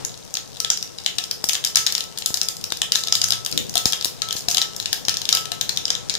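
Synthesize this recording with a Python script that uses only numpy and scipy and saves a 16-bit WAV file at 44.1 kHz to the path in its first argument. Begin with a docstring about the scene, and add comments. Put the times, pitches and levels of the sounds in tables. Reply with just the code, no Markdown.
"""Low house noise, mostly in opposite phase at two ports, and fine crackle run throughout a small hard kitchen.
Seeds burst in hot oil in a round steel pot from the first moments: pitched cracks scattered by the pot,
each shaking its wall; the room answers. From 1.4 s spatter strikes the left port and wet bursts throw
ticking droplets. Near 3.3 s a pure low tone swells once, then something is dragged on the counter."""
import sys
import numpy as np
from scipy import signal
from scipy.fft import rfft, irfft, next_fast_len
from scipy.io import wavfile

SR = 44100
rng = np.random.default_rng(int(sys.argv[2]) if len(sys.argv) > 2 else 0)


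def unload_wav(signal):
    """Save mono or channel-first audio to the path in sys.argv[1] as 16-bit WAV at rate SR, clipped to [-1, 1]."""
    wavfile.write(
        sys.argv[1],
        SR,
        np.round(np.clip(np.atleast_2d(signal).T, -1, 1) * 32767).astype(np.int16),
    )


def linear_from_db(decibels):
    """Turn decibels (scalar or array-like) into linear amplitude factors; 0 gives 1."""
    return 10 ** (np.asarray(decibels, float) / 20)


N = 272793
SPOTS = 4  # places on the pot bottom where seeds burst


def at_hz(points, hz, column=1):
    """Table column interpolated over log frequency."""
    points = np.array(points)
    return np.interp(np.log(hz + 1), np.log(points[:, 0]), points[:, column])


def causal(db):
    """Minimum-phase response with the given levels on an rfft grid."""
    cepstrum = irfft(db * np.log(10) / 20)
    half = len(cepstrum) // 2
    cepstrum[1:half] *= 2
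    cepstrum[half + 1:] = 0
    return np.exp(rfft(cepstrum))


def convolve(x, response):
    """FFT convolution, cut to N samples."""
    size = next_fast_len(N + response.shape[-1])
    return irfft(rfft(x, size) * rfft(response, size), size)[..., :N]


def dying(t60_s, size):
    """Exponential decay, 60 dB down after t60_s."""
    return linear_from_db(-60 * np.arange(size) / (t60_s * SR))


# Left-right likeness of steady noise. Each row: frequency in Hz, correlation (limited to -1..1).
LIKENESS = [(60, -1.16), (130, -0.85), (300, -1), (650, -0.15), (1400, 0.15)]


def steady(points, lines=()):
    """Stereo noise of a given spectrum and narrow lines, port likeness set by frequency; rms 1."""
    size = next_fast_len(N)
    hz = np.fft.rfftfreq(size, 1 / SR)
    mid, side = rfft(rng.standard_normal((2, size)))
    alike = np.clip(at_hz(LIKENESS, hz), -1, 1)
    pair = np.sqrt(1 + alike) * mid + np.sqrt(1 - alike) * side * [[1], [-1]]
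    level_db = at_hz(points, hz)
    for line_hz, width_hz, db in lines:
        level_db = level_db + db / (1 + (2 * (hz - line_hz) / width_hz) ** 2)
    noise = irfft(pair * linear_from_db(level_db), size)[:, :N]
    return noise / np.sqrt(np.mean(noise ** 2) + 1e-20)


# Spectrum of house noise and sizzle. Each row: frequency in Hz, relative density in dB per Hz.
FLOOR_SPECTRUM = [(30, -17), (110, -3.5), (190, -5.5), (300, -9), (800, -12), (1200, -16), (2200, -16),
                  (5500, -4.5), (8000, -7.5), (16000, -18)]
# Wavering hum lines. Each row: frequency in Hz, width in Hz, height over the house noise in dB.
HUM_LINES = [(129.4, 7.6, 4.5), (429.8, 6.1, 10.5), (488, 10.5, 9.5)]
# Swelling and sinking of the lows. Each row: time in seconds, relative level in dB.
RUMBLE = [(0, -40), (.15, -48.5), (.5, -48.5), (3.2, -46.5), (6.19, -44)]


def house_and_sizzle():
    """Steady noise: the lows swell and sink, the rest holds its level."""
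    floor = steady(FLOOR_SPECTRUM, HUM_LINES)
    lows = signal.sosfilt(signal.butter(1, 700, fs=SR, output="sos"), floor)
    swell_db = np.interp(np.arange(N) / SR, *np.transpose(RUMBLE))
    return linear_from_db(swell_db + 17.5) * lows + linear_from_db(-50.5) * (floor - lows)


# Colour of pot mouth and microphone. Each row: frequency in Hz, left level in dB, right level in dB.
MOUTH = [(292, -70, -25), (735, -1, -14.5), (1260, -15.5, -9.5), (1730, 1, -9.5), (2070, -8, -10),
         (3100, 3.5, -2.5), (3900, 6, -3), (4400, 1.5, -12), (5000, 6.5, 3.5), (7050, 2.5, 6),
         (7580, -2.5, -2), (18200, -18, -48.5)]
# The first paths build up and die fast; later ones are weaker and last longer.
RISE_T60_S, FRONT_T60_S, LATE_DB = 0.002, 0.005, -10


def cracks(s, peak_db, pitch_hz, spit_db, scatter_t60_s):
    """A steam bubble rings a few cycles; the curved pot sends it by many short paths, others to each port."""
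    size = 1024
    hz = np.fft.rfftfreq(size, 1 / SR) + 1
    path_decay = dying(FRONT_T60_S, size) + linear_from_db(LATE_DB) * dying(scatter_t60_s, size)
    paths = rng.standard_normal((len(s), 2, size)) * (1 - dying(RISE_T60_S, size)) * path_decay
    tune = hz / pitch_hz[:, None]
    bubble = 1 / (1 + 4j * (tune - 1 / tune))
    treble = 1 / (1 + 1 / (1j * hz / 8500)) ** 2
    colour = bubble + 0.45 + linear_from_db(spit_db)[:, None] * treble
    mouth = np.array([causal(at_hz(MOUTH, hz, column=c)) for c in (1, 2)])
    response = colour[:, None] * mouth
    shapes = irfft(rfft(paths) * response)
    # both ports get the same share of each burst
    heard = np.linalg.norm(shapes, axis=2) / np.linalg.norm(response, axis=2)
    shapes[:, 1] *= (heard[:, 0] / heard[:, 1])[:, None]
    left_peak = np.abs(shapes[:, 0]).max(axis=1)
    shapes *= (linear_from_db(peak_db) / left_peak)[:, None, None]
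    out = np.zeros((SPOTS, 2, N + size))
    for k, (start, shape) in enumerate(zip((s * SR).astype(int), shapes)):
        out[k % SPOTS, :, start:start + size] += shape
    return out[..., :N]


# Slow change of the treble spit. Each row: time in seconds, change in dB.
LIVELY = [(0, -8), (.7, -3.5), (1.5, -0.5), (2.0, -1.5), (2.5, -1.5), (3.2, -4), (3.9, 2.5), (4.5, -3.5),
          (5.3, -3.5), (5.7, -9.5), (6.19, -14)]
SPIT_DB, SPIT_AT_HZ, SPIT_DB_PER_OCTAVE, SPIT_CHANCE_DB = 1.5, 4700, 22, 5


def spit(s, pitch_hz, chance):
    """Treble drive of each burst in dB: higher cracks spit more."""
    lively_db = np.interp(s, *np.transpose(LIVELY))
    pitch_db = SPIT_DB_PER_OCTAVE * np.log2(pitch_hz / SPIT_AT_HZ)
    return SPIT_DB + pitch_db + lively_db + SPIT_CHANCE_DB * chance


CRACKLES_PER_S, CRACKLE_DB, CRACKLE_SPREAD_DB = 85, -35, 4.5
CRACKLE_LOW_HZ, CRACKLE_HIGH_HZ = 3400, 6800


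def crackle():
    """Small bursts at random, most of them faint, a few clearly heard."""
    draw = rng.random((int(CRACKLES_PER_S * N / SR), 4))
    s = draw[:, 0] * N / SR
    peak_db = CRACKLE_DB - CRACKLE_SPREAD_DB * np.log(draw[:, 1] + 0.05)
    pitch_hz = CRACKLE_LOW_HZ + (CRACKLE_HIGH_HZ - CRACKLE_LOW_HZ) * draw[:, 2]
    spit_db = spit(s, pitch_hz, 2 * draw[:, 3] - 1)
    return cracks(s, peak_db, pitch_hz, spit_db, scatter_t60_s=0.01)


# Single seed bursts. Each row: start in seconds, left peak in dB, pitch of the crack in Hz.
POPS = [(.049, -4.5, 7000), (0.175, -23, 6700), (.277, -26, 3900), (0.34, -5, 7400), (0.353, -9, 5000),
        (0.37, -4, 4280), (0.569, -19, 3730), (0.602, -0.5, 5500), (0.647, -2, 3540), (0.7017, 7.5, 5700),
        (0.7735, -8.5, 5400), (0.8266, -7, 5440), (0.985, -13.5, 4540), (1.046, -22, 5000),
        (1.062, 1, 3100), (1.184, 1.5, 3700), (1.2392, -9, 5500), (1.3116, -3, 5300), (1.4414, 0.5, 5400),
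        (1.488, 0.5, 6400), (1.494, 0, 2840), (1.5326, -1.5, 4700), (1.552, -4, 3240), (1.64, -4.5, 4200),
        (1.6483, 0, 5330), (1.664, -10, 4800), (1.6722, -6, 5000), (1.7482, -15, 4000), (1.7568, 8, 5630),
        (1.77, 5, 3680), (1.865, 4, 4160), (1.8707, -1, 3700), (1.902, -13, 4080), (1.9236, -1, 5330),
        (1.9509, 0, 4100), (1.98, -3, 5000), (2.006, -7.5, 3800), (2.039, -15.5, 5700), (2.1751, -10, 4700),
        (2.1857, -6, 5200), (2.222, -10.5, 3900), (2.2599, 4, 5100), (2.303, -15, 6000), (2.342, 2, 5000),
        (2.372, -3, 4700), (2.4142, 1.5, 5350), (2.4314, -10, 5500), (2.486, -2, 5000),
        (2.5675, -15.5, 6250), (2.6122, -19.5, 4600), (2.6405, -4.5, 5300), (2.7032, -13, 4700),
        (2.722, -3, 4400), (2.771, -11, 5400), (2.8174, 3.5, 2900), (2.92, 4, 4700), (2.9519, -3, 4270),
        (2.9557, 5.5, 4130), (3.0365, -4, 5050), (3.072, -6.5, 5000), (3.0836, -5.5, 3770),
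        (3.124, 9.5, 5300), (3.1527, 4, 4700), (3.216, 2, 4730), (3.238, -10, 5500), (3.241, 2, 5850),
        (3.285, -8, 5300), (3.3055, 2, 5130), (3.3216, 3, 3900), (3.334, -9, 3900), (3.4487, -7, 6560),
        (3.462, -3, 4400), (3.5141, -9, 5340), (3.5253, -5, 4760), (3.5761, 4, 3800), (3.6947, -12, 6700),
        (3.74, -13.5, 5500), (3.755, 1.5, 4740), (3.77, -1, 3450), (3.778, -0.5, 4350), (3.8557, 7.5, 4800),
        (3.8855, -18, 5700), (3.9232, -3, 5000), (3.9319, -1, 3240), (4.0108, -8.5, 4500),
        (4.0248, -9, 3900), (4.046, 1, 5000), (4.0549, -4.5, 5400), (4.2191, -0.5, 4200), (4.287, -9, 3700),
        (4.308, -6.5, 3120), (4.3267, -3, 4600), (4.367, -9, 4700), (4.4845, 0, 5400), (4.5124, -1, 5670),
        (4.546, -2, 4160), (4.5703, 2, 4360), (4.581, 1.5, 4160), (4.6163, 2, 3740), (4.6227, -4.5, 5600),
        (4.7639, -9.5, 6500), (4.8, -4.5, 4100), (4.826, -14, 4530), (4.8578, -2.5, 4400),
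        (4.9291, 2, 5030), (5.051, -10, 5560), (5.0836, 3.5, 3900), (5.0934, 1, 5060), (5.1413, -6, 4930),
        (5.15, -21, 4950), (5.1696, -2, 5300), (5.2166, -8, 4430), (5.2536, -5.5, 3900), (5.29, 1.5, 4500),
        (5.311, -15, 4350), (5.3267, 5.5, 4700), (5.3503, 2, 4630), (5.371, -4.5, 3320),
        (5.4552, -8.5, 3980), (5.518, -5.5, 3930), (5.6113, 1, 4270), (5.6927, -0.5, 4400),
        (5.7622, -14, 6200), (5.773, 1.5, 3750), (5.8537, -0.5, 5000), (5.8806, -11.5, 3400),
        (5.9036, 3.5, 5200), (5.9517, -4, 3800), (6.0965, -0.5, 4170), (6.1028, -8, 4470),
        (6.1397, -8.5, 5600), (6.152, -2, 3900)]


def pops():
    """Timed bursts, loud and faint: steam cracks scattered inside the pot."""
    s, peak_db, pitch_hz = np.transpose(POPS)
    spit_db = spit(s, pitch_hz, rng.standard_normal(len(s)))
    return cracks(s, peak_db, pitch_hz, spit_db, scatter_t60_s=0.024)


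# Seeds thrown against the wall. Each row: time in seconds, blow in dB, extra on the lowest mode in dB
# (strong when the blow lands near the bottom).
WALL_HITS = [(0.647, -47.5, 10), (1.183, -48.5, 14), (1.756, -44, -25), (3.072, -45.5, 4),
             (3.152, -46, -19), (3.318, -43, 6), (3.755, -39.5, 17.5), (3.857, -40.5, -3),
             (4.223, -45.5, -28), (4.484, -54, 30), (5.326, -39.5, 7), (5.518, -49, 21.5)]
# Pot wall modes. Each row: frequency in Hz, relative level in dB, t60 in seconds.
WALL_MODES = [(715, 5, .04), (1308, 11, .55), (1770, 2, .1)]
SHAKE_DB, SHAKE_CHANCE_DB = -56, 4  # shake of each burst relative to its peak, and its random spread


def wall():
    """Every timed burst and thrown seed strikes each mode, a decaying sine, with a strength of its own."""
    shakes = [(s, db + SHAKE_DB + SHAKE_CHANCE_DB * rng.standard_normal(), -10) for s, db, _ in POPS]
    s, blow_db, low_db = np.transpose(list(shakes) + list(WALL_HITS))
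    chance_db = 2 * rng.standard_normal((len(s), len(WALL_MODES)))
    chance_db[:, 0] += low_db
    out = np.zeros(N)
    for k, (hz, mode_db, t60_s) in enumerate(WALL_MODES):
        clicks = np.full(N, 1e-18)
        clicks[(s * SR).astype(int)] = linear_from_db(blow_db + mode_db + chance_db[:, k])
        r, w = linear_from_db(-60 / (t60_s * SR)), 2 * np.pi * hz / SR
        out += signal.lfilter([0, np.sin(w)], [1, -2 * r * np.cos(w), r * r], clicks)
    return out * [[1], [-linear_from_db(-29.0)]]


# Room answer. Each row: frequency in Hz, t60 in seconds, relative level in dB.
ROOM = [(504, 0.21, 3.5), (2030, 0.27, 5), (5000, 0.31, -3.5), (8600, 0.27, -0.5), (14900, 0.26, 3.5)]


def kitchen(x, first_ms, build_ms):
    """Noise dying band by band, another for each spot; the first walls answer after first_ms."""
    size = SR * 2 // 5
    edges_hz = 200 * 2 ** np.arange(0, 6.6, 0.5)
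    white = rng.standard_normal((2, SPOTS, 2, size))
    out = 0
    for k, (low, high) in enumerate(zip(edges_hz, edges_hz[1:])):
        band_filter = signal.butter(2, [low, high], "band", fs=SR, output="sos")
        band = signal.sosfilt(band_filter, white[k % 2])
        centre_hz = np.sqrt(low * high)
        out = out + band * dying(at_hz(ROOM, centre_hz), size) * linear_from_db(at_hz(ROOM, centre_hz, column=2))
    ms = np.arange(size) * 1000 / SR
    response = out * np.clip((ms - first_ms) / build_ms, 0, 1)
    response = response / np.sqrt(np.sum(response ** 2) / 2 / SPOTS)
    return convolve(x, response).sum(axis=0)


# Spatter on the left port. Each row: start in seconds, drive in dB, decay time in milliseconds.
SPATTER = [(1.4407, -2.5, 0.24), (2.305, -11, 0.58), (2.722, 8, 0.057), (3.755, -7.5, 0.3),
           (3.858, -4, 1.05), (4.056, -10, 0.33), (4.353, -15.5, 0.87), (4.482, -15, 1.6),
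           (5.083, -4, 0.25)]
PORT_LOW_HZ = 60


def spatter():
    """One-sided push: the membrane goes in quickly, relaxes and swings back slowly."""
    size = 2000
    out, t = np.zeros(N + size), np.arange(size) / SR
    for s, drive_db, length_ms in SPATTER:
        u = t * 1000 / length_ms
        push = (1 - np.exp(-u * 3.4)) * (np.exp(-u) - 0.3 * np.exp(-u * 0.29))
        start = int(s * SR)
        out[start:start + size] -= 2 * linear_from_db(drive_db) * push
    high_pass = signal.butter(1, PORT_LOW_HZ, "high", fs=SR, output="sos")
    return signal.sosfilt(high_pass, out[:N]) * [[1], [0]]


# Wet bursts throwing droplets. Each row: start in seconds, highest droplet peak in dB.
SPRAYS = [(1.49, -10.5), (1.757, -27), (1.865, -27), (2.415, -26), (2.957, -12), (3.856, -12),
          (4.358, -14.5), (4.485, -9), (5.327, -16)]
DROPLETS_PER_SPRAY, SPRAY_S, DROPLET_HZ, DROPLET_SPIT_DB = 20, 0.022, 6000, 9


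def sprays():
    """Droplets land in quick bright ticks that thin out."""
    s, peak_db = np.repeat(SPRAYS, DROPLETS_PER_SPRAY, axis=0).T
    draw = rng.random((len(s), 3))
    late_s = -SPRAY_S * np.log(draw[:, 0] + 0.02)
    pitch_hz = DROPLET_HZ * (0.7 + 0.6 * draw[:, 1])
    spit_db = np.full(len(s), DROPLET_SPIT_DB)
    return cracks(s + late_s, peak_db - 8 * draw[:, 2], pitch_hz, spit_db, scatter_t60_s=0.01)


SWELL_S, SWELL_HZ, SWELL_DB, SWELL_RISE_S, SWELL_FALL_S = 3.31, 122.5, -34.5, 0.17, 0.17


def hum_swell():
    """A steady low sine rises and falls once, in opposite phase at the ports."""
    since = np.arange(N) / SR - SWELL_S
    shape = np.exp(-(since / np.where(since < 0, SWELL_RISE_S, SWELL_FALL_S)) ** 2)
    return linear_from_db(SWELL_DB) * shape * np.sin(2 * np.pi * SWELL_HZ * since) * [[1], [-1]]


DRAG_S, DRAG_DB, DRAG_ATTACK_S, DRAG_HOLD_S, DRAG_FADE_DB_PER_S = 3.47, -31.5, 0.076, 0.051, 70


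def drag():
    """Something dragged on the counter: low scraping noise swells, holds and fades."""
    since = np.arange(N) / SR - DRAG_S
    fade_db = DRAG_FADE_DB_PER_S * np.maximum(since - DRAG_ATTACK_S - DRAG_HOLD_S, 0)
    shape = np.clip(since / DRAG_ATTACK_S, 0, 1) ** 2 * linear_from_db(DRAG_DB - fade_db)
    return shape * steady([(60, -6), (170, 10.5), (550, -1), (1200, -58)])  # (Hz, dB per Hz)


def scene():
    """Pot, its room answer, spatter and background at the two ports."""
    pot = pops() + crackle() + sprays()
    pot[0] += wall()
    room = kitchen(pot, first_ms=3.0, build_ms=8.0)
    direct = pot.sum(axis=0) * linear_from_db([[0], [-4]])  # the right port faces away from the pot
    background = (house_and_sizzle() + drag() + hum_swell()) * linear_from_db([[2.5], [-2.5]])
    return direct + linear_from_db([[-6], [-3]]) * room + spatter() + background


def roll_off(x):
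    """The treble ends steeply here."""
    return signal.sosfilt(signal.butter(12, 16640, fs=SR, output="sos"), x)


def record(dry):
    """The loudest pops overload the input; the top is cut at 16 kHz."""
    overloaded = np.clip(dry, -1, 1)
    low_pass = signal.cheby2(8, 30, 16000, fs=SR, output="sos")
    mix = np.clip(signal.sosfilt(low_pass, overloaded), -1, 1)
    return roll_off(mix)


dry = scene()
out = record(dry)
unload_wav(out)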